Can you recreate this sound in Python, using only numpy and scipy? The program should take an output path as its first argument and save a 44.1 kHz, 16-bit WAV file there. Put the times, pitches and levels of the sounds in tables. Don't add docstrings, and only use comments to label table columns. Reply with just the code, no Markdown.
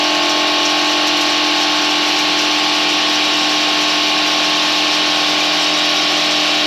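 import sys
import numpy as np
from scipy import signal
from scipy.fft import rfft, irfft
from scipy.io import wavfile

SR = 44100
rng = np.random.default_rng(int(sys.argv[2]) if len(sys.argv) > 2 else 0)


def log_audio(samples):
    frames = np.atleast_2d(samples).T
    limited = np.clip(frames, -1, 1)
    pcm = np.round(limited * 32767).astype(np.int16)
    wavfile.write(sys.argv[1], SR, pcm)


N = 293706
TIME, FREQ = np.arange(N) / SR, np.fft.rfftfreq(N, 1 / SR)


def rotor(jitter_hz=0.0111, drift=0.1, drift_hz=0.69, weak_drift=0.46, flutter=0.03, flutter_hz=9, count=110):
    # (multiple of the speed, level [dB rms])
    strong_tones = [(4, -38), (7, -24.5), (8, -30), (9, -38.5), (14, -28.5), (15, -33), (16, -30.5),
                    (18, -32.5), (19, -35.5), (20, -30.5), (21, -41), (25, -29.5), (26, -32.5), (28, -42.5),
                    (36, -38), (43, -38), (67, -33.5), (71, -38), (88, -43), (95, -37.5)]
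    # (frequency [Hz], level of each tone [dB rms])
    weak_tones = [(43, -80), (130, -82), (210, -49), (450, -55), (1250, -50.5), (1800, -52.5), (2400, -46),
                  (4000, -44), (5200, -46.5)]
    # (multiple of the speed, time [s], depth [dB])
    quiet_spots = [(4, -1, -8), (16, 2, -4.5), (14, 3, -18.5), (19, 2.5, -7), (15, 3.5, -1.5), (8, 5, -10),
                   (7, 5, -2.5), (25, 4.5, -0.5), (20, 7, -10)]
    free_turns_per_s, sag_turns_per_s = 43.26, 0.19
    fade_db_per_s, fade_slope = 0.55, 0.46
    spot_s = 1.17

    speed = free_turns_per_s - sag_turns_per_s * fill()
    turns = np.cumsum(speed + jitter_hz * wander(2.93)) / SR
    strong = {round(k): db for k, db in strong_tones}
    spots = {round(k): (s, db) for k, s, db in quiet_spots}
    phase = whirl_phases()
    drone = np.zeros(N)
    for k in range(1, count):
        hz = k * free_turns_per_s
        khz = hz / 1000
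        if k in strong:
            fade_db = fade_db_per_s * khz ** fade_slope * (TIME - TIME.mean())
            level_db, sway = strong[k] - fade_db, drift
        else:
            level_db, sway = over_pitch(weak_tones, hz), weak_drift
        if k in spots:
            at_s, depth_db = spots[k]
            level_db = level_db + depth_db * np.exp(-((TIME - at_s) * khz / spot_s) ** 2)
        shortness = np.sqrt(min(khz, 2))
        along = shortness * (sway * wander(drift_hz) + flutter * wander(flutter_hz))
        across = shortness * (sway * wander(drift_hz) + flutter * wander(flutter_hz))
        angle = (2 * np.pi * (k * turns % 1) + phase[k]).astype(np.float32)
        drone += from_db(level_db) * ((1 + along) * np.cos(angle) + across * np.sin(angle))
    return np.sqrt(2) * drone


def whirl_phases(size=256):
    swoops = [(8, .4), (20, .5)]
    angle = 2 * np.pi * np.arange(size) / size
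    turn = sum(np.cos(k * (angle + depth * np.sin(angle))) for k, depth in swoops)
    scatter = rng.standard_normal(size // 2 + 1) + 1j * rng.standard_normal(size // 2 + 1)
    return np.angle(rfft(turn) + scatter)


def fill():
    fill_s = 4
    return 1 - np.exp(-TIME / fill_s)


def beans(per_s=120, spread_db=0.5, small_db=-1.0, loud_db=1.5, shatter_t60=0.11, rise_s=0.0078,
          snap=0.83, snap_t60=0.015, grit_db=0.5, pivot_hz=9000):
    # (time [s], level at pivot_hz [dB], brightness [dB per octave])
    single_beans = [(0.149, 7, 2), (0.294, 8, -4), (0.652, 9, -8), (0.699, 5, 5), (1.070, 13, 0),
                    (1.170, 8, 7), (1.211, 11, 3), (1.609, 4, 2), (2.187, 11, 1), (2.389, 8, -1),
                    (3.811, 9, 1), (4.381, 2.5, -7), (5.075, -6, 12), (5.894, 5, 5)]
    # (frequency [Hz], width [Hz], level [dB per Hz], scale of unevenness from bean to bean [dB])
    zones = [(5510, 970, -62, 8), (6400, 970, -70, 11), (7670, 860, -77, 21), (8940, 70, -76, 18),
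             (9600, 2600, -88.5, 14), (10830, 180, -78.5, 20), (11550, 1300, -84.5, 5),
             (13020, 170, -83, 18), (13500, 1800, -87.5, 9)]

    t = TIME[:SR // 2]
    shatter = (1 - np.exp(-t / rise_s)) * from_db(-60 * t / shatter_t60) ** 2
    burst = shatter + snap * from_db(-60 * t / snap_t60) ** 2
    burst_spectrum = rfft(burst, N)
    at = np.flatnonzero(rng.random(N) < per_s / SR)
    size_db = spread_db * np.minimum(rng.exponential(1, N)[at], 3)
    spectrum = 0
    for hz, width, db, uneven_db in zones:
        blows = np.zeros(N)
        blows[at] = from_db(size_db + uneven_db * rng.uniform(-0.92, 1, N)[at]) ** 2
        power = irfft(rfft(blows) * burst_spectrum, N)
        power *= from_db(small_db) ** 2 / power.mean()
        for s, bean_db, bright_db in single_beans:
            part = power[round(s * SR):][:len(burst)]
            zone_db = bean_db + loud_db + bright_db * np.log2(hz / pivot_hz)
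            part += from_db(zone_db) ** 2 * burst[:len(part)]
        grit_steps = rng.standard_normal(N // 32 + 1)
        grit = from_db(grit_db * np.repeat(grit_steps, 32)[:N])
        spray = white() * grit * np.sqrt(abs(power) / np.mean(grit ** 2))
        resonance = from_db(db) / (1 + ((FREQ - hz) / width) ** 2) ** 2
        spectrum = spectrum + rfft(spray) * resonance
    return radiate(irfft(spectrum, N), 0)


def rush(split_hz=2100, hiss_db=0.17, fine_hz=6000, fine_db=-3.5):
    # (frequency [Hz], level [dB per Hz])
    rush_levels = [(30, -96), (60, -80), (100, -74.5), (200, -68.5), (300, -60), (500, -62), (1000, -64.5),
                   (2000, -58.5), (2900, -51.5), (4200, -53.5), (5700, -61), (7000, -71), (8700, -79),
                   (14000, -85)]
    empty_hiss_db, full_hiss_db = -1.6, 0.37
    level_db = over_pitch(rush_levels, FREQ)
    high = 1 / (1 + (split_hz / (FREQ + 1)) ** 8)
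    fine = 1 / (1 + (fine_hz / (FREQ + 1)) ** 8)
    air = radiate(white(), level_db + 10 * np.log10(1 - high + 1e-9))
    scour = white()
    scour_db = level_db + hiss_db + fine_db * fine + 10 * np.log10(high + 1e-9)
    turn_db = panel_turn_db()
    first = radiate(scour, scour_db - turn_db / 2)
    last = radiate(scour, scour_db + turn_db / 2)
    hiss = first + (last - first) * TIME / TIME[-1]
    return air + hiss * from_db(empty_hiss_db + (full_hiss_db - empty_hiss_db) * fill())


def panel_turn_db():
    # (delay [s], change of delay over the drift [s], ripple [dB])
    panels = [(.00065, -.00005, 1.5), (.00119, .00005, 1.0)]
    turn_db = 0
    for delay, change, db in panels:
        first = np.cos(2 * np.pi * FREQ * delay)
        last = np.cos(2 * np.pi * FREQ * (delay + change))
        turn_db = turn_db + db * (last - first)
    return turn_db


def motor(waver=0.22):
    # (frequency [Hz], level before the waver [dB rms])
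    hum_tones = [(100, -58), (153, -58)]
    hum = np.zeros(N)
    for hz, db in hum_tones:
        hum += np.sqrt(2) * from_db(db) * (1 + waver * wander(3.1)) * np.sin(2 * np.pi * hz * TIME)
    return hum


def radiate(drive, level_db):
    # (frequency [Hz], side against mid [dB])
    width_levels = [(4000, -95), (4200, -30), (5600, -20), (7000, -11), (9000, -6.5), (14000, -6)]
    mid, side = rfft(drive) * from_db(level_db + housing_db())
    side = side * from_db(over_pitch(width_levels, FREQ))
    return irfft(np.array([mid + side, mid - side]), N)


def housing_db():
    # (frequency [Hz], width [Hz], lift [dB])
    resonances = [(328, 69, 4), (591, 50, 4), (783, 142, 10.5), (1120, 310, 7), (1445, 73, 6.5),
                  (1592, 14, 6.5), (1775, 22, 9), (2390, 200, 4.5), (2740, 34, 4.5), (2828, 52, 4.5),
                  (2990, 37, 4), (3206, 37, 5), (3816, 73, 5.5), (4410, 66, 4), (4885, 93, 5.5),
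                  (5360, 48, 9.5), (5680, 33, 5.5), (5810, 200, 3), (7400, 190, 4)]
    return sum(db / (1 + (2 * (FREQ - hz) / width) ** 2) for hz, width, db in resonances)


def white():
    return rng.standard_normal((2, N)) * np.sqrt(SR / 2)


def wander(rate_hz, size=2048):
    span_s = 2 * TIME[-1]
    slow = np.fft.rfftfreq(size, span_s / size)
    curve = irfft(rfft(rng.standard_normal(size)) * np.exp(-(slow / rate_hz) ** 2) * (slow > 0))
    return np.interp(TIME, np.linspace(0, span_s, size), curve / curve.std())


def over_pitch(rows, hz):
    f, value = np.transpose(rows)
    return np.interp(np.log(hz + 1), np.log(f), value)


def from_db(db):
    return 10 ** (np.asarray(db) / 20)


def scene():
    return rotor() + beans() + rush() + motor()


def record(dry, window_s=0.023, threshold_db=-16.5, squeeze=0.65, makeup_db=1, edge_hz=14280):
    window = signal.windows.hann(round(window_s * SR))
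    power = signal.oaconvolve((dry ** 2).mean(0), window, "same")
    smooth = power / signal.oaconvolve(np.ones(N), window, "same")
    over_db = np.maximum(10 * np.log10(abs(smooth) + 1e-12) - threshold_db, 0)
    even = dry * from_db(makeup_db - squeeze * over_db)
    low_pass = signal.firwin(1023, edge_hz, window=("kaiser", 9), fs=SR)
    return signal.oaconvolve(even, low_pass[None], "same")


dry = scene()
out = record(dry)
log_audio(out)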